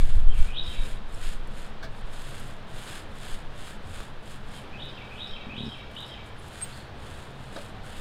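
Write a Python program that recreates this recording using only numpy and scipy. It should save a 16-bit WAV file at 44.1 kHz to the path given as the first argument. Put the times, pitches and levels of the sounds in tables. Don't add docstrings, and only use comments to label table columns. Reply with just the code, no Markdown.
import sys
import numpy as np
from scipy import signal
from scipy.fft import rfft, irfft
from scipy.io import wavfile
from scipy.ndimage import uniform_filter1d

SR = 44100
rng = np.random.default_rng(int(sys.argv[2]) if len(sys.argv) > 2 else 0)


def attenuation_scalar(level_db):
    decades = np.asarray(level_db, float) / 20
    return 10 ** decades


def generate_wav(sig):
    pcm = np.round(np.clip(np.atleast_2d(sig).T, -1, 1) * 32767).astype(np.int16)
    wavfile.write(sys.argv[1], SR, pcm)


N = 353180

# (time [s], level [dB])
BREEZE = [(0.0, -6.5), (.3, -12.5), (.42, -11.5), (.56, -25), (1.0, -25), (1.4, -29), (2.0, -30),
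          (2.9, -40), (3.5, -33), (3.9, -37), (4.4, -35.5), (5.2, -43), (5.9, -44), (6.6, -46),
          (7.2, -43.5), (8.01, -39.5)]
# (time [s], level above the breeze [dB])
PUFFS = [(.005, -2), (.18, 12.5), (.27, 10), (0.402, 9), (.69, 10.5), (.8, 10.5), (1.27, 9.5), (1.4, 7.5),
         (1.76, -3), (1.89, 2), (2.03, 5.5), (2.56, 8), (2.762, 11), (2.94, 1.5), (3.32, 14), (3.46, 5.5),
         (4.01, 6), (4.458, 8), (5.04, 9), (5.33, 15), (5.87, 9.5), (6.36, 6.5), (6.69, 7), (6.96, 9.5),
         (7.14, 4), (7.34, -5), (7.81, 5), (8.0, 8)]
PUFF_HALF_S = 0.032
# (frequency [Hz], density [dB per Hz])
WIND_SPECTRUM = [(4, 9.5), (8, 2), (18, 8.5), (31, -14), (45, -14), (62, -21.5), (113, -33), (300, -52),
                 (600, -96)]

# (frequency [Hz], density [dB per Hz])
YARD_SPECTRUM = [(26, -20), (45, -1), (120, -2.5), (173, -7), (210, -6.5), (334, -11), (495, -9.5),
                 (787, -11.5), (1680, -15.5), (2150, -21), (3500, -21), (5850, -37), (8870, -45.5),
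                 (15600, -58)]
YARD_FLOOR_DB, CAPSULE_HISS_DB = -44, -77
# (frequency [Hz], width [Hz], level [dB])
MACHINES = [(133.6, 8, -54), (210, 13.6, -58)]
# (time [s], half length [s], level [dB])
PASSES = [(0.062, .04, -26), (.34, 0.08, -34), (0.713, 0.17, -50), (1.401, 0.093, -54), (2.475, .08, -46),
          (3.1, 0.11, -47), (3.91, 0.073, -38.5), (4.8, .04, -49), (5.682, 0.11, -50), (6.4, 0.35, -46.5),
          (7.154, .15, -41), (7.828, 0.23, -46)]
RUMBLE_HZ, RUMBLE_WIDTH_HZ, RUMBLE_BED_DB = 102, 44, -62
# (time [s], level [dB])
WHINE = [(0, -87), (6.2, -89), (6.6, -78), (7.9, -56.5), (8.01, -77)]
WHINE_HZ, WHINE_WIDTH_HZ = 764, 9

# (time in phrase [s], frequency [Hz], level [dB])
WREN_NOTES = [
    [(-.028, 2250, -2), (-.004, 2570, 7), (.006, 2570, 11)],
    [(.022, 2800, 6), (.040, 3070, -1), (.052, 3420, 5), (.064, 3740, 7.5), (.076, 3890, 3.5),
     (.092, 3970, -14)],
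    [(.138, 4360, 0), (.145, 5290, 2), (.151, 5500, -11), (.164, 4100, -1)],
    [(.178, 3360, 3), (.188, 3160, 1), (.21, 3070, 0.5)],
    [(.229, 2920, 14.5), (.246, 2334, -1.5), (.284, 2270, -0.5)],
]
RISING_NOTE = 1
# (time [s], direct level [dB], level off the wall [dB], push on the rising note [dB],
# first note sung [index, rounded; negative counts from the end])
PHRASES = [
    (-.292, -60, -45, 0, 1),
    (0.099, -51.5, -48, 8.5, -1.5),
    (.494, -52.5, -47.5, 5, 0),
    (4.354, -56.5, -58, -3.5, 2),
    (4.745, -54, -53, 0.5, 0),
    (5.129, -51, -49.5, 0, 0.5),
    (5.513, -51, -48.5, 0.5, 0),
    (5.911, -55, -49, 2, 1),
]
# (time [s], frequency [Hz], level [dB])
FAR_CHIRP = [(6.719, 3900, -44), (6.736, 4600, -48), (6.752, 4900, -65), (6.767, 4420, -54),
             (6.78, 3800, -55)]
WALL_DELAY_S = 0.0245
WALL_FROM_HZ, WALL_GAIN_DB_OCT, WALL_DULL_HZ, WALL_DULL_DB = 2940, 16.5, 4000, -18
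YARD_T60_S, YARD_DB, NEAR_T60_S, NEAR_DB = 0.86, -1.5, 0.24, -2

# (time [s], level [dB])
THUDS = [(5.468, -32), (5.487, -33), (5.512, -40), (5.535, -33), (5.558, -35.5), (5.580, -29),
         (5.606, -27.5), (5.635, -27), (5.652, -34), (5.665, -26.5), (5.679, -27)]
# (frequency [Hz], level [dB], t60 [s])
HANDLE_MODES = [(229, 3, 0.045), (133.5, -6, 0.068), (394, -4.5, 0.037)]
# (time [s], body level [dB], scuff length [s], scuff level [dB])
KNOCKS = [
    (1.824, -55, 0.074, -48),
    (1.845, -39, 0.047, -63),
    (4.001, -53, .02, -52),
    (4.536, -63, 0.017, -52),
    (7.562, -34.5, .02, -46),
    (7.575, -31, 0.039, -54),
]
# (frequency [Hz], level [dB], t60 [s])
POST_MODES = [(392, -41, 0.032), (580, -3, 0.21), (651, -2.5, 0.12), (895, -3, 0.023)]
# (frequency [Hz], level [dB], t60 [s])
FRAME_MODES = [(1420, 3.5, 0.0072), (1634, 1.5, 0.014), (2280, -5, 0.015), (3630, 4, 0.0028),
               (4300, -1, 0.0024)]
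# (time of the top [s], frequency [Hz], half length [s], level [dB])
SQUEAKS = [
    (1.147, 5330, .006, -52),
    (1.147, 7600, .007, -48),
    (1.147, 10300, .007, -53),
    (2.012, 8000, .005, -60),
    (6.395, 10100, 0.019, -56),
    (6.631, 8420, 0.017, -26.5),
    (6.646, 14980, 0.0059, -47),
    (6.648, 14210, .003, -55),
    (6.67, 14800, .015, -66),
    (7.563, 3760, 0.0069, -41),
]
ROOF_DELAY_S, ROOF_DB = 0.037, -30
# (time [s], peak level [dB])
SNAPS = [(0.3775, -32), (1.4721, -40), (1.948, -52), (1.9894, -47), (2.2184, -34), (2.2922, -35),
         (2.3974, -33), (2.4733, -36), (3.2565, -43), (4.8539, -46), (5.9125, -46), (5.9494, -42),
         (5.9694, -49), (6.0043, -38), (6.0244, -48), (6.0626, -42), (6.0794, -42), (6.1197, -57),
         (6.2592, -47), (6.4817, -38)]
# (time when fastest [s], speeding up [s], slowing down [s], peel level [dB])
STROKES = [(0.012, .25, 0.31, -54), (0.415, .13, 0.16, -52), (.74, 0.19, 0.21, -56),
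           (.87, 0.09, 0.15, -53.5), (1.154, 0.11, 0.11, -58.5), (1.273, 0.15, 0.14, -52),
           (1.606, 0.15, .14, -59.5), (1.987, 0.11, .06, -65), (2.174, 0.17, .07, -57.5),
           (2.31, 0.25, 0.35, -54.5), (2.79, 0.16, 0.11, -55.5), (2.925, 0.2, 0.16, -52),
           (3.31, .27, 0.15, -54), (3.67, .2, 0.13, -54.5), (3.985, .2, 0.16, -55.5),
           (4.32, 0.14, 0.095, -57), (4.565, 0.16, 0.11, -58), (4.84, 0.14, .28, -72),
           (5.196, 0.29, .27, -68.5), (5.675, .2, 0.22, -67.5), (6.036, 0.21, 0.19, -64.5),
           (6.27, 0.038, .05, -61.5), (6.455, 0.14, .17, -62), (6.6, 0.13, 0.17, -54.5),
           (6.75, 0.18, 0.15, -57.5), (7.15, 0.25, 0.25, -59.5), (7.45, 0.14, 0.22, -64),
           (7.62, 0.2, 0.12, -56.5), (7.89, 0.097, 0.14, -58.5), (7.975, 0.12, .24, -58.5)]
# (frequency [Hz], density [dB per Hz])
PEEL_SPECTRUM = [(300, -38), (543, -23), (1000, -1), (1520, 8), (2100, 2), (3400, 4.5), (4500, -4),
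                 (5150, -6.5), (5800, -16.5), (6700, -6.5), (9000, -5), (10800, -10.5), (13000, -17.5),
                 (15700, -24)]
SPEED_POWER = 4.1
WOOD_DB, WOOD_FULL_S = 3, 0.287
THREADS_PER_S = 9000
SPLIT_HZ = 5700

DUCK_FROM_DB, DUCK_RELEASE_DB_S, DUCK_SHARE = -19, 25, 0.13


def rms_one(x):
    return x / np.sqrt(np.mean(x ** 2) + 1e-20)


def noise():
    return rng.standard_normal(N)


def butter(x, order, hz, kind="low"):
    return signal.sosfilt(signal.butter(order, hz, kind, fs=SR, output="sos"), x)


def in_time(curve):
    s, db = np.transpose(curve)
    return np.interp(np.arange(N) / SR, s, db)


def swell(s, half):
    return np.exp(-((np.arange(N) / SR - s) / half) ** 2)


def drift(rate):
    r = np.exp(-80 * np.pi * rate / SR)
    slow = signal.lfilter([1], [1, -2 * r, r * r], rng.standard_normal(N // 40 + 2002))
    slow = rms_one(slow[2000:])
    return np.interp(np.arange(N) / 40, np.arange(len(slow)), slow)


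def colour(x, spectrum):
    hz, db = np.transpose(spectrum)
    grid = np.fft.rfftfreq(len(x), 1 / SR) + 1
    gain = attenuation_scalar(np.interp(np.log(grid), np.log(hz), db))
    return rms_one(irfft(rfft(x) * gain, len(x)))


def clicks(events):
    out = np.zeros(N)
    for s, db in events:
        out[round(s * SR)] += attenuation_scalar(db)
    return out


def ring(force, modes):
    out = np.zeros(N)
    for hz, db, t60 in modes:
        r = attenuation_scalar(-60 / (t60 * SR))
        w = 2 * np.pi * hz / SR
        out += signal.lfilter([0, attenuation_scalar(db) * np.sin(w)], [1, -2 * r * np.cos(w), r * r], force + 1e-18)
    return out


def hum(hz, width):
    mode = [(hz, 0, 1.52 / width)]
    return rms_one(ring(ring(noise(), mode), mode))


def far_yard():
    passing = attenuation_scalar(RUMBLE_BED_DB) + sum(attenuation_scalar(db) * swell(s, half) for s, half, db in PASSES)
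    rumble = attenuation_scalar(-4) * passing * hum(RUMBLE_HZ, RUMBLE_WIDTH_HZ)
    machines = sum(attenuation_scalar(db) * hum(hz, width) for hz, width, db in MACHINES)
    whine = attenuation_scalar(in_time(WHINE)) * hum(WHINE_HZ, WHINE_WIDTH_HZ)
    wash = attenuation_scalar(YARD_FLOOR_DB + 0.5 * drift(1.0)) * colour(noise(), YARD_SPECTRUM)
    return rumble + machines + whine + wash + attenuation_scalar(CAPSULE_HISS_DB) * noise()


def wind():
    wind_db = in_time(BREEZE) + sum(db * swell(s, PUFF_HALF_S) for s, db in PUFFS)
    lumps = colour(noise(), WIND_SPECTRUM)
    lumps /= (uniform_filter1d(lumps ** 2, size=4400) + 0.082) ** 0.31
    pushed = 0.85 * np.tanh(attenuation_scalar(wind_db) * rms_one(lumps) / 0.96)
    return butter(pushed, 1, 2.5, "high")


def whistle(out, start, note, gain):
    s, hz, db = np.transpose(note)
    at = np.arange(round((start + s[0]) * SR), round((start + s[-1]) * SR))
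    t = at / SR - start
    phase = 2 * np.pi * np.cumsum(np.interp(t, s, hz)) / SR
    tone = attenuation_scalar(np.interp(t, s, db)) * np.sin(phase) * signal.windows.tukey(len(at), 0.3)
    heard = at >= 0
    out[at[heard]] += gain * tone[heard]


def scatter(x, t60, db):
    t = np.arange(SR) / SR
    reflections = rng.standard_normal(SR) * (rng.random(SR) < 0.1)
    tail = reflections * attenuation_scalar(-60 * t / t60) * np.minimum(t / 0.01, 1)
    return attenuation_scalar(db) * signal.fftconvolve(x, tail / np.sqrt(np.sum(tail ** 2)))[:N]


def birds():
    song = np.zeros(N)
    for s, direct_db, wall_db, push_db, first in PHRASES:
        for number in range(len(WREN_NOTES))[round(first):]:
            note = WREN_NOTES[number]
            hz = np.mean(note, axis=0)[1]
            off_wall_db = wall_db + WALL_GAIN_DB_OCT * np.log2(hz / WALL_FROM_HZ)
            off_wall_db += WALL_DULL_DB * (hz > WALL_DULL_HZ)
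            push = attenuation_scalar(push_db * (number == RISING_NOTE))
            whistle(song, s, note, push * attenuation_scalar(direct_db))
            whistle(song, s + WALL_DELAY_S, note, push * attenuation_scalar(off_wall_db))
    whistle(song, 0, FAR_CHIRP, 1)
    song *= attenuation_scalar(2.5 * drift(60) + 2.5 * drift(220))
    beamed = butter(song, 4, 4300, "high")
    direct = butter(song, 2, 4600)
    tails = scatter(song + beamed, NEAR_T60_S, NEAR_DB) + scatter(song, YARD_T60_S, YARD_DB)
    return direct + tails * attenuation_scalar(2.0 * drift(90))


def judder():
    return -attenuation_scalar(-1.5) * ring(butter(clicks(THUDS), 2, 350), HANDLE_MODES)


def knocks():
    scuff = np.zeros(N)
    for s, _, length, scuff_db in KNOCKS:
        i, n = round(s * SR), round(length * SR)
        rise = np.linspace(0, 6, n)
        scuff[i:i + n] += attenuation_scalar(scuff_db) * rise * np.exp(1 - rise) * rng.standard_normal(n)
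    push = butter(clicks([(s, body_db) for s, body_db, _, _ in KNOCKS]), 2, 1000)
    post = ring(push + attenuation_scalar(-25) * scuff, POST_MODES)
    rattle = attenuation_scalar(-12.5) * ring(scuff, FRAME_MODES)
    hiss = attenuation_scalar(-16.0) * butter(scuff, 3, [700, 5000], "band")
    edge = attenuation_scalar(-39) * butter(scuff, 2, [6500, 11000], "band")
    return post + rattle + hiss + edge


def squeaks():
    out, t = np.zeros(N), np.arange(N) / SR
    for s, hz, half, db in SQUEAKS:
        near = np.abs(t - s) < 5 * half
        from_top = (t[near] - s) / half
        envelope = 1 / np.cosh(1.63 * from_top) ** 2
        bent_time = t[near] + 0.0001 * np.sin(from_top)
        out[near] += attenuation_scalar(db) * envelope * np.sin(2 * np.pi * hz * bent_time)
    return out + attenuation_scalar(ROOF_DB) * np.roll(out, round(ROOF_DELAY_S * SR))


def snaps():
    slope = np.exp(-1 / (0.007 * SR))
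    burst = signal.lfilter([1], [1, -slope], clicks(SNAPS)) * noise()
    return attenuation_scalar(-10.5) * butter(burst, 2, [6500, 12500], "band")


def stroke_levels():
    t = np.arange(-0.1, N / SR + 0.1, 1 / 1000)
    peel, wood = np.zeros((2, len(t)))
    for fastest, rise, fall, peel_db in STROKES:
        ramp = np.interp(t, [fastest - rise, fastest, fastest + fall], [0, 1, 0])
        speed = np.sin(np.pi / 2 * ramp)
        power = attenuation_scalar(peel_db) ** 2 * speed ** SPEED_POWER
        peel += power
        wood += power * (attenuation_scalar(WOOD_DB) * min((rise + fall) / WOOD_FULL_S, 1)) ** 2
    linger = np.exp(-1 / 60)
    levels = []
    for power in (peel, wood):
        power = power + 0.033 * signal.lfilter([1 - linger], [1, -linger], power)
        smooth = uniform_filter1d(np.sqrt(power), size=35)
        levels.append(np.interp(np.arange(N) / SR, t, smooth))
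    return levels


def roller():
    peel, into_wood = stroke_levels()
    sizes = attenuation_scalar(4.54 * np.minimum(rng.exponential(1, N), 5)) * rng.choice([-1, 1], N)
    threads = sizes * (rng.random(N) < THREADS_PER_S * attenuation_scalar(2.5 * drift(25)) / SR)
    crackle = colour(rms_one(threads) + 0.58 * noise(), PEEL_SPECTRUM) * attenuation_scalar(0.63 * drift(5.7))
    top = butter(crackle, 4, SPLIT_HZ, "high")
    wood = butter(crackle, 4, SPLIT_HZ)
    return (peel * top + attenuation_scalar(-5) * into_wood * wood) / np.std(top)


def scene():
    background = far_yard() + birds()
    near = judder() + knocks() + squeaks() + snaps() + roller()
    lean = attenuation_scalar(np.array([[0.1], [-0.1]]))
    return background + near + wind() * lean


def band_limit(x):
    return signal.sosfilt(signal.butter(12, 15710, fs=SR, output="sos"), x)


def record(dry):
    level_db = 10 * np.log10(uniform_filter1d(dry[0] ** 2, size=2205) + 1e-12)
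    fall = DUCK_RELEASE_DB_S * np.arange(N) / SR
    held_db = np.maximum.accumulate(level_db + fall) - fall
    duck_db = -DUCK_SHARE * np.maximum(held_db - DUCK_FROM_DB, 0)
    return band_limit(dry * attenuation_scalar(duck_db))


dry = scene()
out = record(dry)
generate_wav(out)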